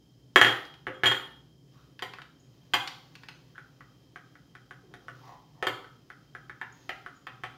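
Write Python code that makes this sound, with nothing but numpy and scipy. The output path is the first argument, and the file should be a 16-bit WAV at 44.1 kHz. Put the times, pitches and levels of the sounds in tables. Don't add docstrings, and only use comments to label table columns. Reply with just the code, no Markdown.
import sys
import numpy as np
from scipy import signal
from scipy.fft import rfft
from scipy.io import wavfile

SR = 44100
rng = np.random.default_rng(int(sys.argv[2]) if len(sys.argv) > 2 else 0)


def file_out(sig):
    cols = np.atleast_2d(sig).T
    lim = np.clip(cols, -1, 1)
    pcm = np.round(lim * 32767).astype(np.int16)
    wavfile.write(sys.argv[1], SR, pcm)


N = 333852
TIME = np.arange(N) / SR

# (time [s], relative level [dB], first gap [s], length [s], extra thud [dB], rim ring [dB])
LANDINGS = [(0.3596, -12, .008, 0.002, -3, -1.5), (0.414, -13, .033, 0.1117, -1.5, 0),
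            (0.8683, -33.5, 0.00675, .022, 1, -18.5), (0.944, -69.5, .007, .005, 0.5, 22.5),
            (1.035, -21, .0076, .03, -2.5, -7.5), (1.0583, -21, .009, .04, -6, 6),
            (1.1141, -26, .0055, 0.0215, -2.5, 3.5)]
# (time [s], relative level [dB], extra thud [dB], rim ring [dB], extra treble [dB])
KNOCKS = [(2.023, -30.5, -5.5, 1.5, 5), (2.736, -22.5, -30.5, -15.5, 10.5), (2.7408, -26, 5.5, 11, 7),
          (5.6259, -25, -3.5, -18.5, -1.5), (5.669, -26.5, 0.5, 1.5, 7.5), (6.6139, -36, -1, -6.5, -4.5),
          (6.8924, -31.5, -6.5, -6.5, 0), (7.2687, -36.5, -9.5, -8, -3), (7.4362, -33.5, -4.5, -24, 0.5)]
# (time [s], relative level [dB], hardness [dB], pitch [Hz])
TICKS = [(2.1856, -45, 0, 1512), (3.5798, -47, 0.5, 1610), (3.8074, -43, -16.5, 1500),
         (4.159, -40.5, -3, 1581), (4.3542, -52, -5, 1580), (4.552, -46, -0.5, 1620),
         (4.709, -42.5, -1, 1580), (4.939, -45.5, 5, 1614), (5.0827, -40.5, 0, 1480),
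         (5.844, -47, -4.5, 1517), (6.102, -43, -4, 1608), (6.35, -41, -2.5, 1589), (6.4962, -40, -6, 1624),
         (7.0621, -38.5, -3.5, 1512)]
# (time [s], relative level [dB], extra treble [dB])
POPS = [(0.652, -54.5, 9.5), (0.74, -47, -2.5), (1.9923, -40, -2), (2.1361, -38, -3.5), (2.2179, -42.5, -2),
        (2.875, -33, 6), (3.1535, -45, 5.5), (3.2341, -44, -3), (3.2859, -36.5, -2)]
# (time [s], level [dB])
STIRRING = [(1.5, -103.5), (1.75, -70.5), (2.02, -85), (2.77, -72.5), (2.92, -71.5), (3.92, -77),
            (4.86, -78.5), (5.27, -66.5), (5.4, -77.5), (6.62, -77), (6.81, -69.5), (7.26, -77),
            (7.57, -75)]
# (time [s], length [s], relative level [dB], start pitch [Hz], end pitch [Hz])
DRAGS = [(0.866, 0.043, -40, 349, 464.7), (1.735, .09, -63.5, 1195, 1373), (3.547, 0.03, -50, 1495, 1612),
         (4.783, 0.26, -59, 285, 353.9), (5.0, .17, -59.5, 380, 430), (5.198, 0.1805, -49.5, 943, 853),
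         (5.522, 0.19, -59.5, 800, 830)]
# (time [s], length [s], pitch [Hz], relative level [dB])
SQUEAKS = [(2.389, .03, 6670, -66), (3.065, 0.07817, 7255, -90), (3.324, 0.054, 6190, -70.5),
           (6.721, 0.0134, 6690, -55), (6.768, 0.124, 6470, -67.5), (7.14, 0.048, 6845, -66)]

# (frequency [Hz], relative level [dB])
LANDING_COLOR = [(30, -50), (80, -17), (125, -2), (190, -12.5), (320, 0), (600, -7.5), (800, -3.5),
                 (1070, -7.5), (1300, 0), (1580, -1), (1900, 1), (2550, -9), (3200, -6), (4000, -17),
                 (7500, -33.5), (15500, -39.5)]
# (frequency [Hz], relative level [dB])
KNOCK_COLOR = [(40, -73), (120, -3.5), (190, -26), (280, -2.5), (400, -1), (580, -4.5), (780, 2),
               (1000, -3), (1600, 3), (2600, -7), (3250, -7), (4000, -16.5), (6500, -30.5), (8200, -37),
               (15500, -44)]
# (frequency [Hz], relative level [dB])
TICK_COLOR = [(100, -34.5), (400, -4), (600, -16.5), (740, 0), (930, -27.5), (1250, 1.5), (1560, 5),
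              (2100, -5.5), (2650, -24.5), (3150, -10.5), (4100, -19.5), (5500, -27), (8000, -37.5),
              (15500, -47)]
# (frequency [Hz], relative level [dB])
POP_COLOR = [(100, -29.5), (600, -9), (1400, 3), (2200, 0.5), (3300, -0.5), (4700, -1), (6500, -15),
             (8500, -25.5), (15500, -32.5)]
# (frequency [Hz], relative level [dB])
CRUNCH_COLOR = [(150, -10), (400, 5.0), (900, 0.5), (1500, -2.5), (2500, -3.5), (4200, -2.5),
                (6600, -8), (8200, -24.5), (15500, -15.5)]

# (frequency [Hz], relative level [dB], t60 [s])
FLOUR_BOWL = [(3080, -19, .17), (3205, -12, .26), (3252, -1.5, .35), (5940, -26, .05), (6930, -22, .13),
              (7125, -23, .26), (8435, -30, .28), (9750, -33, .15), (11010, -28, .31), (12330, -32, .31),
              (13630, -37, .24), (14910, -33, .29)]
# (frequency [Hz], relative level [dB], t60 [s])
MIXING_BOWL = [(759, -15, 0.231), (1287, -12.5, 0.083), (1800, -5, 0.0567), (2122.2, -17, 0.4),
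               (3182.5, -0.5, 0.045), (3340, -36.5, .2), (4787.6, -21.5, 0.062), (6984, -19.5, 0.035),
               (10040, -36.5, 0.039), (10800, -36, 0.099), (12380, -30, .15)]
# (frequency [Hz], relative level [dB], t60 [s])
SPOON = [(1501.4, 2.5, 0.00667), (1777, -15.5, 0.0107), (9380, -21.5, 0.0103)]

# (delay [s], gain [linear])
ECHOES = [(.00195, 0.24), (.0046, 0.47), (.0082, 0.43), (0.014, 0.37), (0.0157, 0.29), (0.0237, 0.27),
          (0.0259, .2), (.0335, 0.2)]
# (frequency [Hz], t60 [s])
KITCHEN = [(120, 0.27), (400, 0.53), (1000, 0.5223), (2000, 0.3943), (4000, 0.5237), (8000, .42),
           (15000, 0.56)]
# (frequency [Hz], energy [dB])
STANDING_WAVES = [(121, -20), (390, -30.5), (521, -26.5), (796, -24), (1142, -30.5), (1259, -29),
                  (1297, -24.5), (1452, -33.5), (1510, -36.5), (1605, -39.5), (1799, -29.5), (1840, -27.5),
                  (1975, -33), (2093, -27)]
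# (frequency [Hz], relative level per Hz [dB])
AIR = [(22, -54.5), (44, -28), (60, -8.5), (88, -19.5), (130, -1), (160, -4.5), (200, -15), (275, -11.5),
       (400, -18), (700, -28.5), (1200, -39), (2600, -41.5), (5000, -37), (7000, -39.5), (8200, -48),
       (15500, -47.5)]
# (frequency [Hz], width [Hz], level [dB])
HUM = [(124.3, 7.5, -65), (278.1, 43, -71.5), (3110, 170, -81), (3181, 56, -78.5), (5120, 510, -81)]

GAP_KEPT, LAST_GAP_S = .53, .007
SETTLE_DB, SETTLE_BEND = 31.5, 1.3
RING_DETUNE = .002
RING_SOFTENING = 1.5
TICK_HZ = 1560
TICK_THUD_DB, TICK_TREBLE_DB = -1.5, -2
REST_DB = -83
DRAG_WIDTH_HZ, SLIPS_PER_S = 370, 880
OVERTONE, OVERTONE_DB, OVERTONE_WIDTH_HZ = 2.1, -14, 540
TICK_ROOM_DB, RING_ROOM_DB = -3, -8.5
EDGE_HZ = 15780


def flour_bowl_landings():
    clacks, rings = np.zeros((2, N))
    for s, db, first_gap, length, thud_db, rim_db in LANDINGS:
        click = blow(LANDING_COLOR, thud_db, 0.36 * rim_db)
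        for delay, loss_db in bounces(first_gap, length):
            at = s + delay
            stretch = 1 + RING_DETUNE * rng.uniform(-1, 1)
            clack = chatter(click, share=0.78, decay_s=0.0032)
            add(clacks, at, amp(db + loss_db + 35.5) * clack)
            bowl_ring = ring(FLOUR_BOWL, rim_db, start=at, stretch=stretch)
            add(rings, at, amp(db + RING_SOFTENING * loss_db - 5) * bowl_ring)
    return clacks, rings


def bounces(first_gap, length, count=10):
    gaps = LAST_GAP_S + (first_gap - LAST_GAP_S) * GAP_KEPT ** np.arange(count)
    delays = np.cumsum(gaps) - gaps
    delays = delays[delays < length]
    return [(delay, -SETTLE_DB * (delay / length) ** SETTLE_BEND) for delay in delays]


def mixing_bowl_knocks():
    clacks, rings = np.zeros((2, N))
    for s, db, thud_db, rim_db, treble_db in KNOCKS:
        click = blow(KNOCK_COLOR, thud_db, treble_db)
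        add(clacks, s, amp(db + 32.5) * chatter(click, share=1.0, decay_s=0.00418))
        add(rings, s, amp(db + 4.5) * ring(MIXING_BOWL, rim_db))
    return clacks, rings


def waver(x, rate_hz, depth):
    lowpass = signal.butter(2, rate_hz, fs=SR, output="sos")
    drift = evened(signal.sosfilt(lowpass, rng.standard_normal(N)))
    return x * (1 + depth * drift)


def spoon_ticks(size=2000):
    out = np.zeros(N)
    for s, db, hard_db, hz in TICKS:
        stretch = hz / TICK_HZ
        click = blow(TICK_COLOR, TICK_THUD_DB + hard_db, TICK_TREBLE_DB + hard_db, stretch)
        add(out, s, amp(db + 36.5) * chatter(click, share=0.54, decay_s=0.0042))
        add(out, s, amp(db + 1.0) * ring(SPOON, hard_db, size, stretch=stretch))
    return out


def paste_pops():
    out = np.zeros(N)
    for s, db, treble_db in POPS:
        click = blow(POP_COLOR, 0, treble_db)
        add(out, s, amp(db + 23.0) * chatter(click, share=1.94, decay_s=0.0056))
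    return out


def rubbing():
    present = rng.random(N) < 2500 / SR
    grains = present * amp(0.7 * np.minimum(rng.exponential(1, N), 5))
    crunch = coloured(grains * rng.standard_normal(N), CRUNCH_COLOR)
    level_db = np.interp(TIME, *np.transpose(STIRRING), left=REST_DB)
    out = amp(level_db + 6.0) * crunch
    for s, length, db, start_hz, end_hz in DRAGS:
        add(out, s, amp(db) * drag(length, start_hz, end_hz))
    for s, length, hz, db in SQUEAKS:
        size = int(length * SR)
        squeak = resonate(rng.standard_normal(size), hz, width=370)
        add(out, s, amp(db) * np.hanning(size) * squeak)
    return out


def drag(length, start_hz, end_hz):
    size = int(length * SR)
    slips = (rng.random(size) < SLIPS_PER_S / SR) * rng.standard_normal(size)
    pitch = np.linspace(start_hz, end_hz, size)
    groan = resonate(slips, pitch, DRAG_WIDTH_HZ)
    overtone = resonate(slips, OVERTONE * pitch, OVERTONE_WIDTH_HZ)
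    pressure = np.sin(np.linspace(0, np.pi, size))
    return pressure * (groan + amp(OVERTONE_DB) * overtone)


def blow(colour, thud_db, treble_db, stretch=1, size=4096):
    hz = abs(np.fft.fftfreq(size, 1 / SR))
    bass = 1 / (1 + (hz / 950) ** 4)
    treble = 1 - 1 / (1 + (hz / 2800) ** 6)
    gain_db = read(colour, hz / stretch) + thud_db * bass + treble_db * treble
    spectrum = np.exp(np.conj(signal.hilbert(np.log(amp(gain_db)))))
    click = np.fft.ifft(spectrum).real
    for _ in range(6):
        click = signal.lfilter([-.8, 1], [1, -.8], click)
    return click


def chatter(click, share, decay_s, size=1500):
    grit = rng.choice([-1., 1.], size) * np.exp(-np.arange(size) / SR / decay_s)
    grit /= np.linalg.norm(grit)
    lowpass = signal.butter(2, 4200, fs=SR, output="sos")
    highpass = signal.butter(3, 4200, "high", fs=SR, output="sos")
    body = signal.sosfilt(lowpass, signal.unit_impulse(size) + share * grit)
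    fizz = signal.sosfilt(highpass, grit)
    return signal.fftconvolve(click, body + np.hypot(1, share) * fizz)


def ring(modes, rim_db, size=16000, start=0, stretch=1):
    t = np.arange(size) / SR
    out = np.zeros(size)
    for hz, db, t60 in modes:
        level = amp(db + rim_db * (hz > 2000))
        decay = np.exp(-np.log(1000) * t / t60)
        out += level * decay * np.sin(2 * np.pi * hz * (start + stretch * t))
    return out


def near_echoes(x):
    out = x.copy()
    for delay, gain in ECHOES:
        add(out, delay, gain * x)
    return out


def kitchen_tail(count=2000):
    taps = np.zeros(SR)
    at = ((np.arange(count) + rng.random(count)) * SR / count).astype(int)
    taps[at] = rng.choice([-1., 1.], count)
    hz, t, z = signal.stft(taps, SR, nperseg=256)
    decay = np.exp(-np.log(1000) * t / read(KITCHEN, hz)[:, None])
    tail = signal.istft(z * decay, SR, nperseg=256)[1]
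    tail *= 1 - np.exp(-np.arange(len(tail)) / SR / 0.002)
    return tail / np.linalg.norm(tail)


def standing_waves():
    t = np.arange(SR) / SR
    out = np.zeros(SR)
    for hz, db in STANDING_WAVES:
        decay = np.exp(-np.log(1000) * t / read(KITCHEN, hz))
        out += amp(db) * evened(decay * np.sin(2 * np.pi * hz * t))
    return out / np.sqrt(len(t))


def background():
    hum = sum(amp(db) * resonate(rng.standard_normal(N), hz, width) for hz, width, db in HUM)
    return hum + amp(-59.5) * coloured(rng.standard_normal(N), AIR)


def amp(db):
    return 10 ** (np.asarray(db) / 20)


def evened(x):
    return x / np.sqrt(np.mean(x ** 2) + 1e-20)


def read(points, hz):
    f, value = np.transpose(points)
    return np.interp(np.log(hz + 1), np.log(f), value)


def add(mix, s, sound):
    part = mix[round(s * SR):][:len(sound)]
    part += sound[:len(part)]


def coloured(x, points):
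    gain = amp(read(points, np.fft.rfftfreq(len(x), 1 / SR)))
    return evened(np.fft.irfft(rfft(x) * gain, len(x)))


def resonate(x, hz, width):
    turn = np.exp(2j * np.pi * np.cumsum(hz * np.ones(len(x))) / SR)
    r = np.exp(-np.pi * width / SR)
    smooth = signal.lfilter([1], [1, -2 * r, r * r], x / turn)
    return evened((turn * smooth).real)


def scene():
    room = kitchen_tail()[:SR] + standing_waves()
    floor = background()
    landing_clacks, landing_rings = flour_bowl_landings()
    knock_clacks, knock_rings = mixing_bowl_knocks()
    clacks = landing_clacks + knock_clacks
    ticks, pops, rubs = spoon_ticks(), paste_pops(), rubbing()
    rings = waver(landing_rings + knock_rings, rate_hz=25, depth=.3)
    direct = near_echoes(clacks + ticks) + amp(-1.0) * rings + pops + amp(-4.5) * rubs
    sent = amp(-0.4642) * clacks + amp(TICK_ROOM_DB) * ticks + amp(RING_ROOM_DB) * rings
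    sent += amp(-3.5) * pops + amp(-3.0) * rubs
    reverberant = signal.fftconvolve(sent, room)[:N]
    return (direct + reverberant + floor)[None]


def record(dry):
    limited = np.clip(dry, -1, 1)
    lowpass = signal.firwin(255, EDGE_HZ, window=("kaiser", 8), fs=SR)
    return signal.oaconvolve(limited, lowpass[None], "same")


dry = scene()
out = record(dry)
file_out(out)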